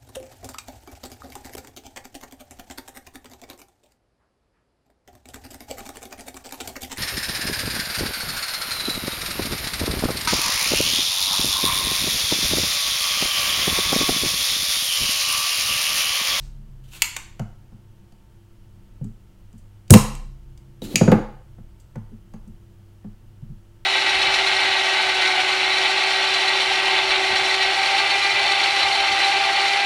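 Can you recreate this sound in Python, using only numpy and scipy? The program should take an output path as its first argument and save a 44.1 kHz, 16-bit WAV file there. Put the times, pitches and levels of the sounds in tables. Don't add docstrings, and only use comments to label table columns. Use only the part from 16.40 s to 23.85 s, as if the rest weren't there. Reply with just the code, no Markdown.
import sys
import numpy as np
from scipy import signal
from scipy.fft import rfft, irfft
from scipy.io import wavfile
from scipy.ndimage import uniform_filter1d

SR = 44100
rng = np.random.default_rng(int(sys.argv[2]) if len(sys.argv) > 2 else 0)


def dump(signal):
    limited = np.clip(np.atleast_2d(signal).T, -1, 1)
    pcm = np.round(limited * 32767).astype(np.int16)
    wavfile.write(sys.argv[1], SR, pcm)


N = 328545
TIME = np.arange(N) / SR
RING_TIME = TIME[:SR]
FREQS = np.maximum(np.arange(2049) * SR / 4096, 1)


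def undb(db):
    return 10 ** (np.asarray(db) / 20)

def unit(x):
    return x / np.sqrt(np.mean(x ** 2))

def strength(x):
    return x / (2 * np.sqrt(uniform_filter1d(x ** 2, size=88).max()))

def at_hz(points, hz):
    f, value = np.transpose(points)
    return np.interp(np.log(hz), np.log(f), value)

def colour(x, db):
    cepstrum = irfft(db * np.log(10) / 20)
    half = len(cepstrum) // 2
    cepstrum[1:half] *= 2
    cepstrum[half + 1:] = 0
    return signal.fftconvolve(x, irfft(np.exp(rfft(cepstrum))))[:len(x)]

def noise(spectrum):
    return unit(colour(rng.standard_normal(N), at_hz(spectrum, FREQS)))

def walk(rate):
    step = max(int(SR / rate), 1)
    stairs = np.repeat(rng.standard_normal(N // step + 1), step)
    return unit(uniform_filter1d(stairs, step)[:N])

def tone(hz, waver_hz=1.0, waver_db=2.5):
    phase = 2 * np.pi * np.cumsum(hz + waver_hz * walk(5.6)) / SR
    return np.sqrt(2) * np.sin(phase) * undb(waver_db * walk(5.7))

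def fade(t60):
    return np.exp(-np.log(1000) * RING_TIME / t60)

def burst(t60):
    return rng.standard_normal(SR) * fade(t60)

def held(start, end, attack_s, release_s):
    rise = np.clip((TIME - start) / attack_s, 0, 1) ** 2
    return rise * np.exp(-np.maximum(TIME - end, 0) / release_s)

def add(track, s, sound):
    start = max(int(s * SR), 0)
    track[start:start + len(sound)] += sound[:N - start]


# f/Hz, rms level/dB
HUM_LINES = [(59.2, -62.5), (100.3, -54), (192, -65.5), (340, -67), (901, -77.5), (1319, -83.5)]
# f/Hz, level/dB
RUMBLE_SPECTRUM = [(12, -14.5), (26, -1.5), (45, -7), (62, -11.5), (80, -18.5), (100, -21), (200, -22),
                   (400, -39.5), (2000, -78.5)]
AIR_SPECTRUM = [(20, -2.5), (33, -7.5), (65, -16), (82, -19), (103, -2.5), (145, -17), (165, -22.5),
                (195, -12.5), (250, -24.5), (340, -20.5), (440, -27), (900, -32.5), (1600, -35.5),
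                (2500, -39.5), (3000, -36), (3600, -42), (15500, -48.5)]

def workshop(rumble_db=-51, swell_db=4, air_db=-52):
    hum = sum(undb(db) * tone(hz) for hz, db in HUM_LINES)
    rumble = undb(rumble_db + swell_db * walk(2.7)) * noise(RUMBLE_SPECTRUM)
    return hum + rumble + undb(air_db) * noise(AIR_SPECTRUM)


# f/Hz, level/dB
ROOM_RESPONSE = [(60, -16.5), (200, -21.5), (450, -13.5), (900, -4.5), (1400, -3), (1900, -7), (2700, -9),
                 (4000, -9), (7000, -8), (11000, -7), (16000, -13)]
# f/Hz, T60/s
REVERB_TIMES = [(100, 0.4), (500, 0.46), (2000, 0.48), (6000, .52), (10000, 0.29), (16000, .3)]

def room(x, build_s=0.0063, wall_s=0.023, wall_width_s=0.0025, wall_db=3):
    spectrum = rfft(rng.standard_normal(SR))
    octave = np.log2(np.clip(np.arange(len(spectrum)), 125, 16000))
    tail = np.zeros(SR)
    for hz in 125 * 2 ** np.arange(8):
        band = irfft(spectrum * np.maximum(1 - np.abs(octave - np.log2(hz)), 0), SR)
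        tail += band * fade(at_hz(REVERB_TIMES, hz))
    build_up = 1 - np.exp(-(RING_TIME / build_s) ** 2)
    reflections = undb(wall_db * np.exp(-((RING_TIME - wall_s) / wall_width_s) ** 2))
    tail *= build_up * reflections
    tail = colour(tail / np.sqrt(np.sum(tail ** 2)), at_hz(ROOM_RESPONSE, FREQS))
    return signal.fftconvolve(x, tail)[:N]


# t/s, level/dB
BENCH_JOLTS = [(0, -40), (3.6, -36.5), (4.719, -46)]
# f/Hz, relative level/dB, T60/s
SLOW_MODES = [(32, 5.5, 2.6), (60.7, -10, 8), (130.6, -10, 9), (137.5, -2, 1.8), (183, -16.5, 1.8),
              (214.56, -15, 1.4)]

def bench_drone(attack_s=0.0069):
    out = np.zeros(N)
    for s, jolt_db in BENCH_JOLTS:
        for hz, db, t60 in SLOW_MODES:
            out += undb(jolt_db + db) * held(s, s, attack_s, t60 / np.log(1000)) * tone(hz)
    return out


def bending_wave(hz, sweep=0.5794, peak_cycles=1.4, fall=0.89):
    cycles = hz * RING_TIME
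    age = cycles / peak_cycles
    phase = 2 * np.pi * (cycles + sweep * (1 - np.exp(-cycles)))
    return np.sin(phase) * age ** 2 * np.exp(fall * (1 - age ** 2))

def modes(table, weight_db, swell_cycles):
    hz, db, t60 = np.transpose(table)[:, :, None]
    cycles = hz * (1 + 0.02 * rng.standard_normal(hz.shape)) * RING_TIME
    swell = 1 - np.exp(-(cycles / swell_cycles) ** 2)
    ring = np.sum(undb(db + weight_db) * swell * fade(t60) * np.sin(2 * np.pi * cycles), axis=0)
    return ring / np.abs(ring).max()

# f/Hz, level/dB, T60/s
BOARD_MODES = [(348, 1.5, 0.05), (426.7, -5, 0.076), (497, 7, 0.032), (620, -5, .023), (850, -16, 0.042)]
BENCH_MODES = [(72, -12.5, 0.15), (110.5, 3.5, 0.17), (137.5, -7, .11), (149.5, 0.5, 0.096),
               (188, -6, 0.14), (218, 1.5, 0.16), (259, -5.5, .08), (307.6, -17.5, 0.034),
               (402, -9.5, 0.12)]
# f/Hz, level/dB
CLATTER_SPECTRUM = [(150, -19.5), (400, -4), (620, 3.5), (800, 3.5), (1100, -9), (1480, -8), (1950, -14),
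                    (2600, -20), (6000, -40.5), (16000, -63.5)]
# t/s, thud level/dB, thud f/Hz, then tock, clatter and ring level/dB relative to the thud
BLOWS = [(.995, -21.5, 124, -10.5, -3, 0), (1.321, -44, 155.6, -12, -7.5, 5),
         (1.721, -49.5, 187, -23, -2.5, -2), (2.611, -20.5, 120.3, -20, -30, -4.5),
         (2.646, -28, 187, -28, -21, 2.5), (3.134, -41, 162, -26.5, -14, 4),
         (3.5028, 8.5, 102.5, -22, -25.5, -3), (3.5391, 1, 188.5, -6.5, -11, -10.5),
         (3.553, 2.5, 174, -13, -35.5, -13), (4.419, -23, 208, -3, -17, -2.5),
         (4.54, -20, 153.6, -10.5, -32, -3.5), (4.558, -24, 160, -14, 0.5, -8),
         (4.6117, -3, 152.3, -6, -11.5, -5), (4.678, -3, 151, -5, -11, -4.5), (4.72, -3, 189, -2, -6.5, -4),
         (5.183, -38.5, 144.4, -8.5, -6.5, 1.5), (5.556, -27.5, 117, -5, -3, 4.5),
         (5.714, -44, 217, -15.5, -19, 10.5), (5.938, -33, 166, -9.5, -3.5, 0),
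         (6.073, -38, 172, -26.5, -29.5, 2), (6.644, -31, 183, -15.5, -14, 2),
         (7.02, -29, 116.5, -38, -34, -7), (7.096, -28, 116.8, -40, -36, -5.5)]

def bumps(focus_db=7.5, clatter_t60=0.064, rock_hz=27, rock_t60=0.73, rock_db=-27.5, rock_yield=0.65):
    out = np.zeros(N)
    rock = np.sin(2 * np.pi * rock_hz * RING_TIME) * (fade(rock_t60) - fade(.06))
    for s, db, thud_hz, tock_db, clatter_db, ring_db in BLOWS:
        tock = modes(BOARD_MODES, 0, swell_cycles=1.2)
        clatter = strength(colour(burst(clatter_t60), at_hz(CLATTER_SPECTRUM, FREQS)))
        octaves_off = np.log2(np.array(BENCH_MODES)[:, :1] / thud_hz)
        ring = modes(BENCH_MODES, -focus_db * octaves_off ** 2, swell_cycles=3.9)
        rock_gain = undb(rock_db - rock_yield * db)
        board = undb(tock_db) * tock + undb(clatter_db) * clatter
        bench = bending_wave(thud_hz) + undb(ring_db) * ring + rock_gain * rock
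        add(out, s, undb(db) * (board + bench))
    return out


# f/Hz, level/dB
WIPE_SPECTRUM = [(1000, -7), (2500, -6), (3800, -1.5), (7000, -4), (8500, -6.5), (10000, -16), (16000, -24)]

def tip_wipe(db=-56.5):
    return undb(db) * held(0, .055, attack_s=0.00089, release_s=0.038) * noise(WIPE_SPECTRUM)


def resonance(hz, width):
    return 1 / (1 + ((FREQS ** 2 - hz ** 2) / (FREQS * width)) ** 2)

# f/Hz, bandwidth/Hz, level/dB
BARREL_RESONANCES = [(890, 450, -7.5), (2328, 290, 0), (2940, 350, -1), (3720, 340, -6.5),
                     (4668, 370, -3.5), (5600, 160, -10.5), (6074, 240, -1.5), (6860, 570, -2.5),
                     (7570, 380, -4), (8300, 700, -4), (8600, 190, -8.5), (10200, 520, -10.5),
                     (11550, 350, -8), (14380, 1200, -13.5)]

def click(t60, tilt_db, lowest_hz, bright_hz, lift_db, valley_db=-15, lift_width=0.13, grain_db=3):
    barrel_power = sum(undb(db) ** 2 * resonance(hz, width) for hz, width, db in BARREL_RESONANCES)
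    shape_db = 10 * np.log10(undb(valley_db) ** 2 + barrel_power)
    shape_db -= 10 * np.log10(1 + (lowest_hz / FREQS) ** 6)
    shape_db += tilt_db * np.log2(FREQS / 4000)
    shape_db += lift_db * resonance(bright_hz, lift_width * bright_hz)
    chatter = burst(t60) * undb(grain_db * np.repeat(rng.standard_normal(SR), 20)[:SR])
    return strength(colour(chatter, np.maximum(shape_db, -70)))


# t/s, peak level/dB, T60/s, emphasised f/Hz
BOARD_TICKS = [(.076, -56, .02, 14000), (0.9947, -31.5, 0.021, 1860), (1.7221, -53.5, .03, 4500),
               (2.643, -44.5, 0.028, 7840), (3.129, -51, .02, 7230), (3.179, -53.5, 0.11, 9050),
               (3.48, -44, .025, 4770), (4.176, -45, 0.031, 4870), (5.3987, -52, .12, 7760),
               (5.5574, -48, .025, 6040), (5.9365, -49.5, 0.055, 6410), (6.077, -53, .04, 8920)]

def ticks():
    out = np.zeros(N)
    for s, db, t60, hz in BOARD_TICKS:
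        add(out, s, undb(db) * click(t60, tilt_db=-2, lowest_hz=.55 * hz, bright_hz=hz, lift_db=7.5))
    return out


# f/Hz, level/dB
SEAL_SPECTRUM = [(200, -12), (900, -7.5), (1700, -6.5), (2400, -4.5), (3200, 0.5), (4000, -1), (5200, -7.5),
                 (7000, -4), (9500, -8), (12000, -7), (16000, -12)]
# start t/s, end t/s, attack/s, level/dB, first and last scrape f/Hz
PLUNGER_PUSHES = [(0.431, .49, 0.0099, -63, 3000, 2980), (.485, .618, 0.042, -47.5, 3068, 2250),
                  (4.41, 4.557, .012, -47.5, 3850, 4290)]

def plunger_slide(grain_db=-0.5, grip_db=3, scrape_db=-3, spread_hz=170):
    slips = undb(grain_db * walk(700) + grip_db * walk(50))
    hiss = noise(SEAL_SPECTRUM)
    out = np.zeros(N)
    for start, end, attack_s, db, first_hz, last_hz in PLUNGER_PUSHES:
        hz = np.interp(TIME, [start, end], [first_hz, last_hz]) + spread_hz * walk(900)
        scrape = walk(300) * np.sin(2 * np.pi * np.cumsum(hz) / SR)
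        push = undb(db) * held(start, end, attack_s, release_s=.01)
        out += push * slips * (hiss + undb(scrape_db) * scrape)
    return out


# f/Hz, level/dB
JUDDER_SPECTRUM = [(60, -28), (140, -11.5), (230, 1), (320, 2), (520, -12), (800, -25), (2000, -38.5),
                   (8000, -67.5)]

def plunger_judder(start=4.41, end=4.79, start_db=-41.5, swell_db_per_s=48):
    pressed_s = np.clip(TIME, start, end) - start
    swell = undb(start_db + swell_db_per_s * pressed_s)
    return swell * held(start, end, attack_s=.02, release_s=0.015) * noise(JUDDER_SPECTRUM)


# t/s, peak level/dB, tilt/(dB/octave), cutoff f/Hz, emphasised f/Hz
MECHANISM_CLICKS = [(.534, -36.5, -4, 1200, 3027), (.6201, -0.5, -1.5, 1000, 2201),
                    (.7648, -16.5, -3, 533, 2000), (3.4995, -23.5, -3, 400, 6600),
                    (3.752, -29.5, -1, 1800, 7906), (4.419, -37.5, -8.5, 3000, 3930),
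                    (4.469, -44.5, -7.5, 2000, 4240), (4.5573, -1, -4.5, 2520, 6600),
                    (4.7175, -17.5, -4.5, 700, 1935)]
# t/s, f/Hz, peak level/dB, T60/s
SPRING_RINGS = [(3.5367, 5390, -24, .22), (4.419, 3854, -36.5, .12), (4.5577, 6450, -23, .1),
                (4.5566, 6660, -24, .18)]

def pump_mechanism(click_t60=0.026):
    out = np.zeros(N)
    for s, db, tilt_db, lowest_hz, bright_hz in MECHANISM_CLICKS:
        add(out, s, undb(db) * click(click_t60, tilt_db, lowest_hz, bright_hz, lift_db=5.5))
    for s, hz, db, t60 in SPRING_RINGS:
        add(out, s, undb(db) * np.sin(2 * np.pi * hz * RING_TIME) * fade(t60))
    return out


# f/Hz, level/dB
NOZZLE_SPECTRUM = [(300, 7), (2000, -13), (4500, -7), (7000, -4.5), (8500, -4.5), (10000, 1), (11500, -5),
                   (16000, -9)]
# (f/Hz, level/dB)
PISTON_CRACKS = [(3.506, 6.2, .02, [(500, -21.5), (2500, -19), (4500, -10.5), (7500, 1.5), (10500, -3.5),
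                 (16000, -16)]), (3.5378, 4.7, 0.027, [(250, -6.5), (700, 4.5), (950, 10.5), (1200, -4.5),
                 (1450, -3), (1950, 0), (2700, -2.5), (4200, -2), (6500, -3.5), (8500, -8), (11000, -10),
                 (16000, -11)])]

def piston(rush_db=-20):
    freed_s, stopped_s = PISTON_CRACKS[0][0], PISTON_CRACKS[1][0]
    flight = held(freed_s, stopped_s, attack_s=.002, release_s=0.0028)
    out = undb(rush_db) * flight * noise(NOZZLE_SPECTRUM)
    for s, db, t60, spectrum in PISTON_CRACKS:
        add(out, s, undb(db) * strength(colour(burst(t60), at_hz(spectrum, FREQS))))
    return out


def scene():
    direct = tip_wipe() + pump_mechanism() + ticks() + piston()
    direct += bumps() + plunger_slide() + plunger_judder()
    return (direct + room(direct) + bench_drone() + workshop())[None]

def record(dry):
    low_pass = signal.ellip(8, .2, 70, 15750, fs=SR, output="sos")
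    return signal.sosfilt(low_pass, np.clip(dry, -1, 1))


dry = scene()
out = record(dry)
dump(out)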